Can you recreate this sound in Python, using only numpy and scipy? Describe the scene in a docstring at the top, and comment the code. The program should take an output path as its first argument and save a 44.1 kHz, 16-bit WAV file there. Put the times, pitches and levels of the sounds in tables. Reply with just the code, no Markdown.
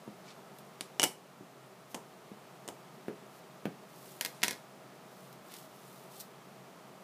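"""A soft dab thumps a craft table in a small room, the microphone just above the tabletop.
Paper tags are being stamped: a plastic ink pad case clatters flat, the pad is dabbed on a stamp,
the hard stamp block clicks and rocks down, and paper hisses as it slides. Hard contacts crack,
ring the object and thump the table. A fan-like noise fills the room behind them, and the
recorder's gain dips after the loudest clack."""
import sys
import numpy as np
from scipy import signal
from scipy.fft import rfft, irfft
from scipy.io import wavfile

SR = 44100
rng = np.random.default_rng(int(sys.argv[2]) if len(sys.argv) > 2 else 0)


def to_wav(s):
    """Save 16-bit WAV."""
    ch = np.atleast_2d(s).T  # columns
    pcm = np.round(np.clip(ch, -1, 1) * 32767)  # PCM
    wavfile.write(sys.argv[1], SR, pcm.astype(np.int16))


N = 310331
T = np.arange(N) / SR
RING_T = T[:SR // 2]
IMPULSE = signal.unit_impulse(len(RING_T))


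# The case landing on the table, close under the microphone.
# Each row: start in seconds, relative level in dB.
CASE_CLICKS = [(0.9970, 0), (1.0181, -6.5), (1.0310, 1.5), (1.0375, 5.5), (1.0410, 0), (1.0461, -9)]
# Its plastic shell. Each row: pitch in Hz, relative level in dB, time to fall 60 dB in seconds.
CASE_MODES = [(735, -7, 0.066), (874, -15, .025), (2230, -3, 0.022), (2910, 1, .025), (2925, 3, .03),
              (3020, -3, 0.024), (2990, -4, .03), (3800, -15, 0.032), (5360, -14, .03), (7260, -14, .03)]
# Its dense, quickly damped modes. Each row: frequency in Hz, gain in dB.
CASE_COLOUR = [(100, -22), (220, -1), (450, -3.5), (850, 3), (1450, -3), (2300, 1), (3300, -6),
               (4300, -3.5), (5400, 3), (6600, -2), (8000, 3), (10000, 1), (15000, -5)]

def case_clatter(choke_db=-9):
    """The case rings freely on its first edge, then ever deader and sharper as it comes to lie flat."""
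    first, last = CASE_CLICKS[0][0], CASE_CLICKS[-1][0]
    contacts = []
    for s, db in CASE_CLICKS:
        flatness = (s - first) / (last - first)
        lively_hz = np.interp(flatness, [0, 1], [280, 917])
        bright_hz = np.interp(flatness, [0, 1], [9200, 14000])
        contacts.append((s, db, db + choke_db * flatness, db, lively_hz, bright_hz))
    return clicks(contacts, CASE_MODES, CASE_COLOUR, t60=0.0092, snap_db=-6, ring_db=-2, table_db=-9.5)


# The stamp block's edges meeting the table, close by.
# Each row: start in seconds, relative level in dB, treble cutoff in Hz.
BLOCK_CLICKS = [(4.2109, -3.5, 13700), (4.2495, -6.5, 14000), (4.2602, -11, 13000), (4.4192, -16.5, 4500),
                (4.4312, -1.5, 11000), (4.4354, 3.5, 11200), (4.4450, -4, 6040), (4.4817, -1.5, 9090),
                (4.5094, -9, 12000), (4.5290, -14, 6000)]
# Its hard body. Each row: pitch in Hz, relative level in dB, time to fall 60 dB in seconds.
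BLOCK_MODES = [(960, -7, 0.04), (1520, -13, 0.055), (1710, -5.5, 0.023), (1900, 0, 0.035), (2130, 0, 0.021),
               (2435, -6, .028), (3330, -6, 0.013), (4100, -10, .018), (4980, -12, 0.022)]
# Its dense, quickly damped modes. Each row: frequency in Hz, gain in dB.
BLOCK_COLOUR = [(100, -20), (400, -2.5), (950, -5), (1250, -8), (1900, -2.5), (2700, -1), (3400, 0.5),
                (4800, 1), (7500, -3), (10500, -1), (15000, 0)]

def stamp_block(weight_db_per_s=92, lively_hz=242, pause_s=.1):
    """The block rings with each click and thumps more as the hand lets its weight down."""
    contacts = []
    landed = previous = 0
    for s, db, bright_hz in BLOCK_CLICKS:
        if s - previous > pause_s:  # the block lands anew
            landed = s
        previous = s
        thump_db = db + weight_db_per_s * (s - landed)
        contacts.append((s, db, db, thump_db, lively_hz, bright_hz))
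    return clicks(contacts, BLOCK_MODES, BLOCK_COLOUR,
                  t60=0.012, snap_db=-9.5, ring_db=-9, table_db=-19.5)


# Dabs and presses on the table below the microphone.
# Each row: start in seconds, relative level in dB, the table's liveliest pitch there in Hz.
DABS = [(0.0770, 2.5, 205), (1.408, -1, 292), (2.3160, .5, 205), (3.0824, 8.5, 418), (3.655, 11, 184)]
# The tick of the pad's rim. Each row: frequency in Hz, gain in dB.
RIM_COLOUR = [(100, -16), (600, 5.5), (2800, -0.5), (6000, -13.5), (15000, -1)]

def dabs(table_db=-12, push_hz=281, doubling_db=13.5, rim_db=-41, rim_growth=3.2):
    """Cushioned pushes move the table's low modes; harder ones are shorter and tick the rim far more."""
    out = np.zeros(N)
    for s, db, lively_hz in DABS:
        cutoff_hz = push_hz * 2 ** (db / doubling_db)
        thud = undb(db + table_db) * soften(tabletop(lively_hz), cutoff_hz)
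        rim = colour(crack(t60=0.03, snap_db=-4), RIM_COLOUR)
        tick = undb(rim_db + rim_growth * db) * soften(rim, hz=2600, order=1)
        add(out, s, thud + tick + room(thud + tick))
    return out


# The pad tapped down, one edge and then the other. Each row: start in seconds,
# relative click and thump levels in dB, the table's liveliest pitch there in Hz.
PAD_TAPS = [(1.9451, -13.5, -1.5, 850), (1.9486, -14.5, -0.5, 896), (2.6783, -17, -8, 420),
            (2.6872, -15.5, -1.5, 416)]
# Its click, damped by the fingers. Each row: frequency in Hz, gain in dB.
TAP_COLOUR = [(100, -1.5), (500, 0), (900, 7.5), (1300, -3), (2200, 0.5), (3000, 1.5), (4400, -5),
              (5600, -0.5), (7100, 3.5), (10000, -1.5), (15000, -4)]

def pad_taps(bright_hz=11500):
    """Held in the fingers, the pad's case rings only faintly with each click."""
    contacts = [(s, db, db, thump_db, lively_hz, bright_hz) for s, db, thump_db, lively_hz in PAD_TAPS]
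    return clicks(contacts, CASE_MODES, TAP_COLOUR, t60=0.0092, snap_db=-9, ring_db=-17, table_db=-13.5)


# Light snaps in the hand, clear of the table. Each row: start in seconds, relative level in dB.
SNAPS = [(0.8093, -6.5)]
# The tone of bare plastic. Each row: frequency in Hz, gain in dB.
SNAP_COLOUR = [(100, 1), (250, 4.5), (600, 1), (1700, -7), (2600, -2), (3700, 0.5), (5000, -1), (6800, -3),
               (10000, -2.5), (12500, -11), (15000, -21)]

def plastic_snaps(room_db=-1):
    """Plastic clicks in the hand: a crack with no ring, answered by the room."""
    out = np.zeros(N)
    for s, db in SNAPS:
        snap = crack(t60=0.0056, snap_db=-1) + undb(room_db) * room(IMPULSE)
        add(out, s, undb(db) * colour(snap, SNAP_COLOUR))
    return out


# Paper and fingers crossing the mat, faint even this close.
# Each row: peak time in seconds, length in seconds, relative level in dB, band centre in Hz.
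STROKES = [(0.299, .1, -50.5, 2660), (0.59, .09, -63, 10000), (1.919, .05, -56, 7000),
           (3.368, .12, -63, 8500), (4.098, .36, -55.5, 7140), (4.378, 0.16, -58.5, 5000),
           (5.232, .35, -63, 8400), (5.54, 0.085, -48, 2300), (5.585, 0.25, -56, 7000),
           (5.95, 0.5, -59.5, 7700), (6.183, .14, -52.5, 7000), (6.208, 0.024, -41, 7860)]
# Card edges and fingertips. Each row: start in seconds, relative level in dB.
PAPER_TICKS = [(0.586, -26), (5.328, -28), (5.519, -27), (5.539, -20), (5.566, -22.5), (5.586, -26),
               (6.213, -27)]
# The tone of sliding paper. Each row: frequency in Hz, gain in dB.
PAPER_COLOUR = [(300, -8), (2000, -2), (4000, -1), (6000, -3.5), (12000, -1.5), (15000, -3)]

def paper(grain_db=3.5, grain_samples=60, swell=0.57, rise_share=.62, spread_octaves=1.28):
    """Fibres catch and slip in a fine hiss that swells with each stroke's speed; edges tick."""
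    out = np.zeros(N)
    spread = 2 ** spread_octaves
    for peak_s, length_s, db, centre_hz in STROKES:
        speed = np.interp(np.linspace(0, 1, int(length_s * SR)), [0, rise_share, 1], [0, 1, 0])
        catches = np.repeat(undb(grain_db * rng.standard_normal(SR // grain_samples)), grain_samples)
        slips = (rng.standard_normal(len(catches)) * catches)[:len(speed)] * speed ** swell
        hiss = thin(soften(slips, centre_hz * spread, order=3), centre_hz / spread, order=5)
        add(out, peak_s - rise_share * length_s, undb(db) * hiss)
    for s, db in PAPER_TICKS:
        add(out, s, undb(db) * thin(crack(t60=0.014, snap_db=-10), hz=2400, order=3))
    return colour(out, PAPER_COLOUR)


def clicks(contacts, modes, tone, t60, snap_db, ring_db, table_db):
    """Each hard contact makes a crack, rings the object and thumps the table under it."""
    out = np.zeros(N)
    for s, click_db, body_db, thump_db, lively_hz, bright_hz in contacts:
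        body = undb(body_db + ring_db) * ring(modes)
        body += undb(thump_db + table_db) * tabletop(lively_hz)
        # towards the microphone the crack has peaks and notches; over all directions they even out
        direct = undb(click_db) * soften(colour(crack(t60, snap_db), tone), bright_hz)
        all_round = undb(click_db) * soften(colour(IMPULSE, tone), bright_hz)
        add(out, s, direct + body + room(all_round + body))
    return out


def crack(t60, snap_db, chatter_hz=600):
    """The first snap of a contact, followed by a dense, quickly dying chatter of high modes."""
    burst = unit(thin(rng.standard_normal(len(RING_T)) * fade(t60), chatter_hz))
    burst[0] += undb(snap_db)
    return unit(burst)


def ring(modes, scatter_db=-0.5, detune=0.0044):
    """Damped modes set off together; shares and pitches vary a little with the spot struck and grip."""
    out = 0
    for hz, db, t60 in modes:
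        share, shift = rng.standard_normal(2)
        wave = np.cos(2 * np.pi * hz * (1 + detune * shift) * RING_T)
        out = out + undb(db + scatter_db * share) * unit(wave * fade(t60))
    return unit(out)


# The tabletop just below the microphone.
# Each row: pitch in Hz, relative level in dB, time to fall 60 dB in seconds.
TABLE_MODES = [(132, -12, 0.088), (196, 1, 0.11), (245, -22, 0.05), (305, -2.5, 0.15), (419, -27, .05),
               (500, 1, 0.044), (700, -2, .04), (790, -22, .035), (900, -13, 0.062)]
# Its dead thump. Each row: frequency in Hz, gain in dB.
TABLE_COLOUR = [(80, -4), (180, 1), (330, 1.5), (500, 1.5), (950, -1), (1300, -12), (3000, -16),
                (12000, -61)]

def tabletop(lively_hz, lively_db=8, lively_t60=0.088, modes_db=-8):
    """The mat-covered table gives one dead thump and rings briefly, most at the struck spot's mode."""
    thump = unit(colour(IMPULSE, TABLE_COLOUR))
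    modes = soften(ring(TABLE_MODES + [(lively_hz, lively_db, lively_t60)]), hz=1600)
    return unit(thump + undb(modes_db) * modes)


# The small room's reverberation, heard at the table. Each row: frequency in Hz, gain in dB.
ROOM_COLOUR = [(100, 0), (350, 3.5), (1000, 3.5), (3000, -1.5), (8000, -2), (15000, -1)]

def room(x, near_s=.003, near_db=-13, early_db=-10, late_db=-7.5, build_s=0.0043):
    """One close reflection, a scatter from things on the table, then a short tail, new for each spot."""
    early, low, high = rng.standard_normal((3, len(RING_T)))
    early = early * fade(t60=0.067) * (RING_T > near_s)
    scatter = undb(early_db) * unit(thin(early, hz=380, order=1))  # small things reflect little bass
    late = soften(low, hz=620) * fade(t60=0.25) + thin(high, hz=810) * fade(t60=0.23)
    arrival = 1 - np.exp(-(RING_T / build_s) ** 2)
    response = colour(scatter + undb(late_db) * unit(late * arrival), ROOM_COLOUR)
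    response[int(near_s * SR)] += undb(near_db)
    return signal.fftconvolve(x, response)[:len(x)]


# Room tone, all round the microphone. Each row: frequency in Hz, gain in dB.
AIR_COLOUR = [(25, -51), (65, 1), (100, -13.5), (135, 1), (200, 2.5), (280, -5), (400, -1.5), (520, -3.5),
              (720, -2), (1000, -6), (1280, -5.5), (1480, -11), (4500, -20), (15000, -27.5)]
# The room's low resonances. Each row: centre in Hz, width in Hz, relative level in dB.
AIR_MODES = [(132.9, 8.2, -12.5), (187, 16, -18), (383.5, 35, -13.5), (633.5, 30, -12.5)]

def room_tone(level_db=-53.5):
    """Steady fan-like noise, booming a little in the room's low resonances."""
    out = unit(colour(rng.standard_normal(N), AIR_COLOUR))
    for hz, width_hz, db in AIR_MODES:
        band = signal.butter(2, [hz - width_hz / 2, hz + width_hz / 2], "band", fs=SR, output="sos")
        out += undb(db) * unit(signal.sosfilt(band, rng.standard_normal(N)))
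    return unit(out) * np.sqrt(N) * undb(level_db)


def colour(x, points, size=4096):
    """Causal filter whose gain follows (Hz, dB) points."""
    hz, db = np.transpose(points)
    grid_hz = np.maximum(np.arange(size // 2 + 1) * SR / size, 1)
    gain = undb(np.interp(np.log(grid_hz), np.log(hz), db))
    cepstrum = irfft(np.log(gain))
    # folding onto positive time gives minimum phase
    cepstrum[1:size // 2] *= 2
    cepstrum[size // 2 + 1:] = 0
    response = irfft(np.exp(rfft(cepstrum)))
    return signal.fftconvolve(x, response)[:len(x)]


def soften(x, hz, order=2):
    """Low-pass: a softer contact lasts longer and holds less treble."""
    return signal.sosfilt(signal.butter(order, min(hz, .47 * SR), fs=SR, output="sos"), x)


def thin(x, hz, order=2):
    """High-pass."""
    return signal.sosfilt(signal.butter(order, hz, "high", fs=SR, output="sos"), x)


def fade(t60):
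    """A decay that loses 60 dB in t60 seconds."""
    return np.exp(-np.log(1000) * RING_T / t60)


def undb(db):
    """Decibels to gain."""
    return 10 ** (np.asarray(db) / 20)


def unit(x):
    """Scale to an energy of one."""
    return x / np.sqrt(np.sum(x ** 2))


def add(track, s, sound):
    """Mix a sound into the track at s seconds."""
    start = int(s * SR)
    track[start:start + len(sound)] += sound[:N - start]


def scene():
    """All the handling on the table, close up and in mono, over the room tone."""
    knocks = case_clatter() + pad_taps() + stamp_block()
    slides = paper()
    return (knocks + plastic_snaps() + dabs() + slides + room(slides) + room_tone())[None]


def record(dry, limit_db=-22, release_db_per_s=1.5, sense_s=0.0036, low_cut_hz=122, top_hz=15300):
    """The microphone drops the bass; gain dips after a loud clack and creeps back; the top is cut."""
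    heard = thin(dry, low_cut_hz, order=4)
    memory = np.exp(-1 / (sense_s * SR))
    power = signal.lfilter([1 - memory], [1, -memory], heard[0] ** 2)
    over_db = np.maximum(10 * np.log10(power + 1e-12) - limit_db, 0)
    recovery_db = release_db_per_s * T
    cut_db = np.maximum.accumulate(over_db + recovery_db) - recovery_db
    top_cut = signal.ellip(10, .2, 80, top_hz, fs=SR, output="sos")
    return signal.sosfilt(top_cut, heard * undb(-cut_db))


dry = scene()
out = record(dry)
to_wav(out)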